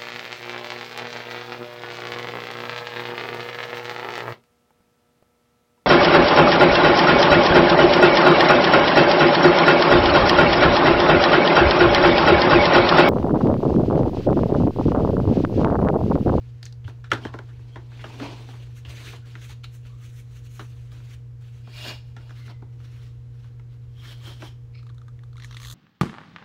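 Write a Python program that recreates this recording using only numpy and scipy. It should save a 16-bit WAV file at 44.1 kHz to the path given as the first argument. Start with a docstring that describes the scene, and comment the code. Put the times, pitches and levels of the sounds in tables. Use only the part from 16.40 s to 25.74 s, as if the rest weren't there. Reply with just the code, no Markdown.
"""Tape runner and cards on a table

A plastic tape runner is knocked over and rattles to rest; cards are swept away; a card slides and is wiped;
the runner is pressed down and its adhesive tape lets go in ticks that crowd into a rasp. An appliance hums.
Impacts and ticks are noise bursts through resonances; slides are rough friction noise through the same
kind of bodies, with room reverberation; squeaks, thumps and hum are sines; air is shaped noise.
"""
import sys
import numpy as np
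from scipy import signal
from scipy.fft import rfft, irfft, next_fast_len
from scipy.io import wavfile
from scipy.ndimage import uniform_filter1d, map_coordinates

SR = 44100
rng = np.random.default_rng(int(sys.argv[2]) if len(sys.argv) > 2 else 0)


def dump(signal):
    """Clip the signal to [-1, 1] and save it as 16-bit WAV at the path in sys.argv[1]."""
    limited = np.clip(np.atleast_2d(signal).T, -1, 1)
    pcm = np.round(limited * 32767).astype(np.int16)
    wavfile.write(sys.argv[1], SR, pcm)


N = 411894

# table top resonances: center_hz, width_hz, gain_db
TABLE_MODES = [(240, 38, -3), (331, 39, 4), (378, 71, 2), (451, 120, -1), (595, 140, -4.5), (935, 260, -6),
               (191, 84, -7)]
# treble response of a hard or fine contact: freq_hz, gain_db
CONTACT_HISS = [(3000, -31), (6000, -3.5), (8000, -9.5), (11000, -13), (16000, -14)]
# spool resonances: center_hz, width_hz, gain_db
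SPOOL_MODES = [(1160, 350, 2.5), (2010, 160, -20), (2540, 180, -8), (3270, 550, 0), (4100, 480, 0),
               (5700, 670, -2), (6300, 1200, -10)]
# adhesive releases: start_s, low_ring_peak_db, low_ring_hz, high_rings_re_low_db, film_re_low_db
TAPE_TICKS = [(8.355, -55, 1280, -8, -14), (8.39, -56, 1280, -6, -12), (8.429, -51, 1280, -6, -10),
              (8.467, -49, 1250, -4, -9), (8.492, -50.5, 1650, -1, -13), (8.499, -48, 1280, -5, -14),
              (8.545, -63, 980, 0, 5), (8.581, -51, 1340, 0, -6), (8.616, -47, 1240, -11, -17),
              (8.682, -46.5, 1250, -3, -10), (8.791, -49.5, 1950, -9, -18), (8.835, -48.5, 1240, -5, -8),
              (8.93, -51, 1260, -2, -12), (8.957, -48, 1190, -8, -15), (8.968, -45, 2080, -2.5, -6),
              (8.98, -44, 1320, -3, -8), (8.999, -41, 1900, -10, -13), (9.022, -41, 1910, -11, -13),
              (9.035, -44, 1890, -4, -4), (9.045, -34, 1840, -8, -5.5), (9.11, -44, 1850, -1, -18),
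              (9.126, -43, 1890, -5, -16), (9.145, -47, 1300, 6, -16), (9.168, -33.5, 2000, 2, -7),
              (9.2, -39.5, 2110, -7, -16), (9.217, -45, 1830, -3, -11), (9.231, -40, 2160, 2, -11),
              (9.24, -43, 1940, 2, -9), (9.248, -36.5, 1860, 1, -9), (9.256, -41.5, 1810, 5, -9),
              (9.27, -49, 1830, 13, 3), (9.283, -48, 1277, 12, 0), (9.299, -47, 1270, 14, 4),
              (9.311, -45, 1290, 10, -2), (9.324, -47, 1900, 8, 4)]


def taps():
    """Each tap rings the shell, strongest at two tones set by the struck spot, and the table; an edge cracks."""
    # shell resonances: center_hz, width_hz, gain_db
    shell_modes = [(1017, 67, -12), (1235, 480, 0), (1410, 230, 9.5), (1510, 16, -9), (1610, 400, 2.5),
                   (2230, 1400, -8.5), (2450, 150, -10), (2840, 120, -5.5), (3540, 1000, 2.5),
                   (4000, 210, -47), (5470, 900, -7)]
    # knocks: start_s, shell_peak_db, low_ring_hz, high_ring_hz, low_ring_gain_db, high_ring_gain_db,
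    # table_re_shell_db, edge_re_shell_db, shell_tail_db
    tap_rows = [(0.229, -28.5, 1700, 4370, 15, 24, -21, -19, -15),
                (0.254, -28, 1750, 6040, 4, 15, -28, -24, -19),
                (0.263, -32, 1770, 4300, 17, 23, -31, -24, -16),
                (0.325, -38, 1170, 4600, 9, 26, -21, -27, -18),
                (0.443, -44.5, 1410, 3130, 7, 21, -6, -27, 3),
                (0.479, -33, 1420, 2170, 10, -6, -4, -22, -15),
                (0.497, -42, 1540, 2950, 4, 4, -7, -27, -22),
                (0.641, -37.5, 1220, 2440, -1, -2, -25, -26.5, -6),
                (0.716, -5.5, 1410, 2440, 5.5, 4, -12.5, -27, -19),
                (0.72, -16, 1530, 3230, -6, 6, -20, -27, -16),
                (0.726, -25, 1570, 1970, 9, -6, -13, -26.5, -9),
                (0.733, -15.5, 1410, 2120, -8, -16, -14, -26.5, -15),
                (0.851, -23.5, 1130, 1900, 12, 6, 2.5, -25.5, -15),
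                (0.867, -35.5, 1120, 1940, 14, -3, -20, -26, -4),
                (0.939, -31, 1400, 2300, 18, 10, 3, -27, -15),
                (0.988, -30, 1110, 1960, 6, 5, -3.5, -21, -23),
                (1.087, -49.5, 1640, 2050, 9, 4, -15, -27, 1), (1.193, -48.5, 956, 2370, 9, 2, 0, -27, -17),
                (1.358, -31, 880, 2030, 13.5, 5.5, 0.5, -33, -6),
                (1.517, -45, 1560, 2180, 2, -2, -5, -27.5, -8),
                (1.592, -38.5, 1020, 2120, 1, 17, -12, -27, -6),
                (1.64, -28, 1220, 3100, 9, 7.5, -3, -27, -7.5),
                (1.798, -30, 1560, 2830, -5, 4, -23, -26.5, -3),
                (2.088, -39.5, 790, 2110, 9, 2, 0, -27, -6),
                (2.135, -43.5, 1130, 2110, 16, 2, -13, -26.5, -4),
                (2.45, -35.5, 1070, 3020, 12, 23, -8.5, -25, -4),
                (2.732, -36.5, 1140, 1960, 14, -4, -3, -27, -9),
                (2.953, -32.5, 1500, 2560, 5, 8, -8.5, -28, -16),
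                (3.095, -43, 960, 2070, 18, -9, -17, -27, -13),
                (3.237, -47, 1460, 2650, 7, 6, -16, -27, -22),
                (3.242, -33, 1330, 3820, 5.5, 15, -17, -24.5, -22),
                (3.451, -46.5, 1420, 2900, 10, 6, -12.5, -27.5, -16),
                (4.194, -27, 1200, 1990, 11, 4, -18, -27, -12),
                (4.518, -49, 1230, 4560, 9, 2, -8, -28, -11),
                (4.602, -47.5, 1010, 2250, 7, 5, -12, -27, -14),
                (5.273, -47, 888, 2460, 9.5, 5.5, 9.5, -27, -13),
                (5.462, -34, 1620, 2880, 9, 2, -16, -26.5, -10),
                (5.765, -36, 920, 3070, 4, 2, -2.5, -27.5, -12),
                (5.808, -48, 1220, 2410, 9, 11, -16, -27.5, -11),
                (5.893, -44, 1690, 3240, 9, -5, -10, -27, -10),
                (5.906, -38, 1330, 2430, 16, -9, -10, -29, -15),
                (6.079, -41.5, 1330, 2810, 9, -4, -2, -27, -2),
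                (6.222, -46.5, 904, 2000, 19, -5.5, 9, -27, -11),
                (6.402, -51, 1620, 2620, 12, 0, -12, -25.5, -12.5),
                (7.044, -47, 1120, 1920, 12, -0.5, -12, -27, -12.5),
                (7.196, -45, 912, 2060, 8, 7, -16, -26, -19),
                (7.654, -39.5, 1850, 3170, 15.5, 11, -15, -27.5, -16),
                (7.867, -46, 880, 3150, 9, 4, -3, -27, -18), (8.021, -30, 880, 3450, 12, 4, -2, -27, -13)]
    t60_s, rise_s = 0.012, 0.0005
    track = np.zeros(N + SR)
    for start_s, db, low_hz, high_hz, low_db, high_db, table_db, edge_db, tail_db in tap_rows:
        spot = modes([(low_hz, 0.17 * low_hz, low_db), (high_hz, 0.22 * high_hz, high_db)])
        # a yielding contact cannot drive the top
        soft = lambda hz: 1 / (1 + 1j * hz / (1.59 * high_hz)) ** 2
        shell_response = lambda hz: (modes(shell_modes)(hz) + spot(hz)) * soft(hz)
        table_response = lambda hz: modes(TABLE_MODES)(hz) * soft(hz)
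        shell = burst(t60_s, shell_response, rise_s, tail_db, tail_t60_s=0.16)
        table = burst(2.6 * t60_s, table_response, rise_s, tail_db=-11.0, tail_t60_s=0.23)
        crack = burst(0.87 * t60_s, hiss_response, rise_s, tail_db=-9, tail_t60_s=0.12)
        add(track, start_s, amp(db) * (shell + amp(table_db) * table + amp(edge_db) * crack))
    return track[:N]


def ticks():
    """Each adhesive release snaps the spool housing at a low tone and two high rings, and the film."""
    # tape film resonances: center_hz, width_hz, gain_db
    film_modes = [(6300, 1300, 12), (11060, 4000, -2.5)]
    # high rings of the spool housing, response squared below: center_hz, width_hz, gain_db
    housing_modes = [(3450, 520, 1), (4250, 860, -1.5)]
    t60_s = 0.011
    track = np.zeros(N + SR)
    for start_s, db, low_hz, high_db, film_db in TAPE_TICKS:
        low_response = lambda hz: modes([(low_hz, 0.28 * low_hz, 0)])(hz) ** 2
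        high_response = lambda hz: modes(housing_modes)(hz) ** 2
        low = burst(t60_s, low_response, 0.00012, tail_db=-21, tail_t60_s=0.09)
        high = burst(t60_s, high_response, 0.00028, tail_db=-15, tail_t60_s=0.05)
        snap = burst(0.0045, modes(SPOOL_MODES), 0.0001, tail_db=-27.5, tail_t60_s=0.05)
        film = burst(t60_s, modes(film_modes), 0.00029, tail_db=-11, tail_t60_s=0.13)
        tick = low + amp(high_db) * high + amp(film_db) * film + amp(-3.5) * snap
        add(track, start_s, amp(db) * tick)
    return track[:N]


def thumps():
    """Dull blows of a hand or the shell into the table: a low sine swells over about a cycle and decays."""
    # blows: start_s, level_db (before decay and a 1 dB lift), pitch_hz, t60_s
    thump_rows = [(0.447, -19.5, 97, 0.13), (0.723, -20, 110.2, 0.11), (0.869, -20, 106, 0.072),
                  (1.811, -27.5, 284.5, 0.26), (2.46, -27, 74.5, 0.23)]
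    track, t = np.zeros(N + SR), np.arange(SR // 3) / SR
    for start_s, db, hz, t60_s in thump_rows:
        decay = amp(db + 1 - 60 * t / t60_s)
        onset = (1 - np.exp(-t * hz * 1.5)) ** 2
        add(track, start_s, decay * onset * np.sin(2 * np.pi * hz * t))
    return track[:N]


def slides():
    """Cards are swept off, one slides, the runner is lifted, the card wiped, the runner seated and drawn."""
    # bodies a slide excites: center_hz, width_hz, gain_db
    stack_modes, card_modes, edge_modes = [(1460, 670, -2), (2410, 930, 3), (3110, 1540, 1),
                                           (4450, 1100, -2), (6020, 2100, -16)], [(612, 20, 3), (940, 340, -10.5),
                                                          (1650, 550, -5.5), (2440, 106, 2.5),
                                                          (2830, 74, 5), (3320, 160, 0), (3730, 300, -3),
                                                          (4500, 460, -3), (5270, 280, -6.5),
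                                                          (6860, 290, -9)], [(1220, 250, -2), (1700, 440, -3.5),
                                                                        (2305, 460, -4), (3180, 255, 3.5),
                                                                        (4260, 760, -6.5), (5600, 380, -5)]
    rim_modes, nose_modes = [(1460, 450, 5), (2080, 350, 6.5), (2780, 1100, 3), (4290, 810, 2.5),
                             (5460, 880, -6)], [(2180, 250, -3), (2600, 310, -3), (4160, 350, -7.5),
                                          (5050, 570, -14)]
    # strokes: full_s, rise_s, hold_s, fall_s, scrape_db, table_drone_db, fine_hiss_db
    sweep_strokes, card_strokes, lift_strokes = [(.01, 0.012, 0.053, 0.6, -66, -68.5, -84),
                                                 (.475, .04, 0.018, .06, -56.5, -60.5, -74.5),
                                                 (.6, .2, .08, 0.046, -75, -72, -87),
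                                                 (.705, .005, .01, 0.21, -49, -51, -74),
                                                 (.84, 0.06, 0.026, 0.054, -51, -44.5, -75.5),
                                                 (.935, .03, .015, .08, -57.5, -48.5, -78),
                                                 (1.05, .15, 0.29, 1, -65, -63.5, -82),
                                                 (1.6, 0.14, 0.02, .05, -52, -54, -74),
                                                 (1.67, .06, 0.13, 0.038, -53, -47.5, -69.5),
                                                 (1.826, 0.055, 0.012, 0.23, -41, -35.5, -68),
                                                 (2.0, 0.17, 0.15, 0.56, -58, -57.5, -70.5),
                                                 (2.368, .025, 0.017, 0.032, -56.5, -80, -60.5),
                                                 (2.495, 0.048, 0.24, 0.098, -48, -53.5, -60.5),
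                                                 (2.86, 0.017, 0.14, 0.051, -57.5, -61, -72),
                                                 (3.016, .01, .008, .04, -51, -57, -60),
                                                 (3.045, .03, 0.018, .05, -54, -63, -58.5),
                                                 (3.095, 0.021, 0.039, .02, -50.5, -57, -62.5),
                                                 (3.24, 0.0104, 0.0037, 0.024, -42, -52.5, -64.5),
                                                 (3.345, 0.079, 0.0065, 0.084, -61.5, -68.5, -61),
                                                 (3.458, 0.062, 0.0087, 0.16, -60, -62.5, -72.5),
                                                 (3.65, 0.11, 0.014, 0.1, -55.5, -67, -61.5),
                                                 (3.78, 0.11, 0.02, 0.039, -60, -72, -60),
                                                 (3.95, 0.19, 0.042, 0.032, -60, -72, -65.5),
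                                                 (4.066, 0.077, .005, .03, -57.5, -67, -63.5),
                                                 (4.12, 0.046, 0.084, 0.22, -59.5, -73, -62),
                                                 (4.198, 0.0068, .005, 0.048, -55, -41.5, -82),
                                                 (4.3, .08, 0.21, .05, -67, -72, -78.5),
                                                 (4.518, 0.0087, .005, 0.27, -56.5, -56.5, -68),
                                                 (4.738, 0.14, 0.0046, 0.03, -53, -63, -62),
                                                 (5.014, 0.03, 0.19, .06, -65, -72, -74.5)], [(5.38, 0.15, 0.072, 0.034, -43.5, -64, -55.5),
                                                                (5.474, 0.077, 0.026, 0.09, -35.5, -43.5, -49.5),
                                                                (5.66, 0.042, 0.044, .08, -69, -79, -79),
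                                                                (5.79, 0.037, 0.044, 0.11, -73, -63, -79),
                                                                (5.91, 0.21, .01, 0.1, -58, -68, -71)], [(5.962, .04, 0.12, .05, -57.5, -65.5, -70.5),
                                                                               (6.092, 0.031, 0.0072, 0.053, -49.5, -44.5, -88),
                                                                               (6.342, 0.12, .03, .1, -73.5, -67, -85),
                                                                               (6.45, 0.15, 0.22, .15, -61, -66, -73),
                                                                               (7.028, 0.25, 0.043, .12, -64, -71, -80),
                                                                               (7.198, 0.027, 0.0042, .01, -77.5, -64, -80),
                                                                               (7.324, .065, .01, .08, -64.5, -68, -81),
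                                                                               (7.436, .05, .005, .04, -66.5, -67, -90.5)]
    wipe_strokes, seat_strokes, peel_strokes = [(7.66, 0.14, 0.069, 0.034, -47.5, -57, -59),
                                                (7.87, 0.15, 0.025, 0.14, -45.5, -49, -56.5),
                                                (8.012, 0.03, 0.061, 0.063, -49.5, -53, -61.5)], [(8.35, 0.022, 0.041, 0.084, -55.5, -84.5, -88),
                                                              (8.468, 0.0084, 0.0044, 0.011, -62, -75, -82.5)], [(9.018, .07, .12, .1, -54.5, -70, -76.5),
                                                                            (9.2, 0.094, .06, 0.11, -53.5, -72, -65.5),
                                                                            (9.33, 0.2, .02, .05, -57, -65, -50)]
    swept = slide(sweep_strokes, stack_modes, clump_db=1.64, catch_db=0.72)
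    card = slide(card_strokes, card_modes, clump_db=1.0, catch_db=0.0)
    lifted = slide(lift_strokes, rim_modes, clump_db=2.5, catch_db=-0.5)
    seated = slide(seat_strokes, nose_modes, clump_db=0.0, catch_db=2.5)
    tape = slide(peel_strokes, SPOOL_MODES, clump_db=2.0, catch_db=1.1, grip=jerks())
    wiped = slide(wipe_strokes, edge_modes, clump_db=1.0, catch_db=-1.45)
    return swept + card + lifted + seated + wiped + tape


def slide(strokes, body, clump_db, catch_db, grip=1):
    """One friction force rings the sliding thing, the table and the air at the contact."""
    gains = sum(np.outer(amp(row[4:]), swell(*row[:4])) for row in strokes)
    scrape_gain, drone_gain, hiss_gain = map(smooth, gains)
    force = grit(clump_db, catch_db)
    scrape = scrape_gain * unit(filtered(force, modes(body)))
    drone = drone_gain * unit(filtered(force, modes(TABLE_MODES)))
    hiss = hiss_gain * unit(filtered(force, hiss_response))
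    return grip * (scrape + drone + hiss)


def grit(clump_db, catch_db):
    """Friction force: noise with patchy shifting colour, random clumps and sparse catches (dips if negative)."""
    patchy_db = 2
    z = signal.stft(rng.standard_normal(N), nperseg=256)[2]
    patches = uniform_filter1d(rng.standard_normal(z.shape), size=4, axis=0)
    patches = uniform_filter1d(patches, size=9, axis=1)
    noise = np.resize(signal.istft(z * amp(patchy_db * unit(patches)), nperseg=256)[1], N)
    catches = amp(catch_db * rng.exponential(size=N // 40)).repeat(40)  # steps of 40 samples
    return unit(noise * amp(clump_db * wobble(60)) * np.resize(catches, N))


def jerks(steady=0.42, slip_s=0.0062):
    """Tape runs out in a short rush after each release and only creeps between; gain is 0 before 8.8 s."""
    t = np.arange(N)[:, None][round(8.8 * SR):] / SR
    since_s = t - np.transpose(TAPE_TICKS)[0]
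    rush = np.where(since_s > 0, np.exp(-np.abs(since_s) / slip_s), 0).max(axis=1)
    return np.pad(steady + 2.0 * rush, (N - len(rush), 0))


def squeaks():
    """Thin airy tones where an edge drags: a sine on a gliding pitch, fluttered by fast chance."""
    # squeaks: full_s, rise_s, hold_s, fall_s, pitch_hz (at full_s), glide_hz_per_s, level_db (rms before flutter)
    squeak_rows = [(.84, .015, .035, .015, 3150, 6, -50.5), (1.33, 0.06, .015, 0.061, 3220, 603, -60),
                   (2.83, 0.027, 0.027, .02, 1480, 2000, -64), (3.5, .035, 0.12, .22, 1123, 902, -67),
                   (5.968, .03, .1, 0.31, 2100, -300, -62)]
    t = np.arange(N) / SR
    total = np.zeros(N)
    for full_s, rise_s, hold_s, fall_s, hz, glide, db in squeak_rows:
        gain = amp(db) * np.sqrt(2) * smooth(swell(full_s, rise_s, hold_s, fall_s))
        flutter = 0.65 + 0.83 * wobble(300)
        cycles = (hz + glide * (t - full_s) / 2) * (t - full_s)
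        total += gain * flutter * np.sin(2 * np.pi * cycles)
    return total


def room(x):
    """Reverberation by a noise tail; each frequency dies at its own speed."""
    # room decay: freq_hz, t60_s
    room_t60 = [(200, 0.22), (1500, 0.27), (5000, 0.35), (14000, 0.19)]
    hz, t, z = signal.stft(rng.standard_normal(SR // 2), SR, nperseg=256)
    decay = amp(-60 * t / along(room_t60, hz)[:, None])
    tail = signal.istft(z * decay, SR, nperseg=256)[1]
    return signal.fftconvolve(np.pad(x, (200, 0)), tail / np.linalg.norm(tail))[:N]  # 200-sample delay


def background():
    """Wavering appliance tones over broad room and appliance noise."""
    # appliance tones: pitch_hz, level_db (rms before wavering), waver_db
    hum_tones = [(58.8, -62, 4), (119.9, -39.5, 0.45), (232.6, -70, 1), (472, -68, 0.7)]
    # noise spectrum before scaling to -48.5 dB rms: freq_hz, gain_db
    air_spectrum = [(12, -30), (30, -11), (60, 0), (90, -3), (125, -4), (150, -16.5), (190, -24),
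                    (260, -20.5), (450, -27.5), (620, -33.5), (1500, -38), (3500, -45), (7000, -50),
                    (9000, -57.5), (16000, -59)]
    t = np.arange(N) / SR
    tones = np.zeros(N)
    for hz, db, waver_db in hum_tones:
        tones += np.sqrt(2) * amp(db + waver_db * wobble(3.6)) * np.sin(2 * np.pi * hz * t)
    air = filtered(rng.standard_normal(N), lambda hz: amp(along(air_spectrum, hz)))
    return tones + amp(-48.5) * unit(air)


def burst(t60_s, response, rise_s, tail_db, tail_t60_s):
    """A sharp blow and dying noise through a body, peak 1; the walls return a second, longer tail."""
    blow_db = 11.5  # one-sample contact, over the noise
    t = np.arange(SR // 3) / SR
    decay = amp(-60 * t / t60_s) + amp(tail_db - 60 * t / tail_t60_s)
    shape = (1 - np.exp(-t / rise_s)) ** 2 * decay
    blow = amp(blow_db) * (np.arange(len(t)) == round(rise_s * SR))
    x = filtered(rng.standard_normal(len(t)) * shape + blow, response)
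    return x / np.abs(x).max()


def modes(table):
    """Causal response of center_hz, width_hz, gain_db resonances, alternating in sign."""
    return lambda f: sum((-1) ** k * amp(db) * 1j * f * w / (c * c - f * f + 1j * f * w)
                         for k, (c, w, db) in enumerate(table))


def hiss_response(hz):
    """Treble gain of a hard or fine contact."""
    return amp(along(CONTACT_HISS, hz))


def swell(full_s, rise_s, hold_s, fall_s):
    """Gain of one gesture, a value per 44 samples: rises, holds, falls."""
    fade_db = 25  # below full level one rise before, or one fall after
    t = np.arange(N // 44 + 2) * 44 / SR - full_s
    away = np.maximum(-t / abs(rise_s), (t - abs(hold_s)) / abs(fall_s))
    return amp(-fade_db * np.maximum(0, away))


def smooth(x):
    """From a value per 44 samples to one per sample."""
    return np.interp(np.arange(N) / 44, np.arange(len(x)), x)


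def wobble(rate_hz):
    """Smooth random curve, rate_hz knots a second."""
    knots = rng.standard_normal(int(N * rate_hz / SR) + 4)
    return map_coordinates(knots, [np.arange(N) * rate_hz / SR])


def filtered(x, response):
    """x through a complex response of frequency."""
    m = next_fast_len(len(x) + 8192)
    return irfft(rfft(x, m) * response(np.fft.rfftfreq(m, 1 / SR)), m)[:len(x)]


def along(points, hz):
    """Interpolates freq_hz, value points on a log axis."""
    f, v = np.transpose(points)
    return np.interp(np.log(hz + 1), np.log(f + 1), v)


def amp(db):
    """dB to gain."""
    return 10 ** (np.asarray(db) / 20)


def unit(x):
    """Scaled to rms 1."""
    return x / np.sqrt(np.mean(x ** 2) + 1e-20)


def add(track, start_s, x):
    """Mixes x into the track from start_s."""
    track[round(start_s * SR):][:len(x)] += x


def scene():
    """Near sounds, and the slides with their room, over the background."""
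    rubs = slides()
    near = taps() + ticks() + thumps() + rubs + squeaks()
    return (near + amp(-10.5) * room(rubs) + background())[None]


def record(dry):
    """The microphone chain keeps nothing above its band limit."""
    top_hz = 15750
    return filtered(dry[0], lambda hz: hz < top_hz)[None]


dry = scene()
out = record(dry)
dump(out)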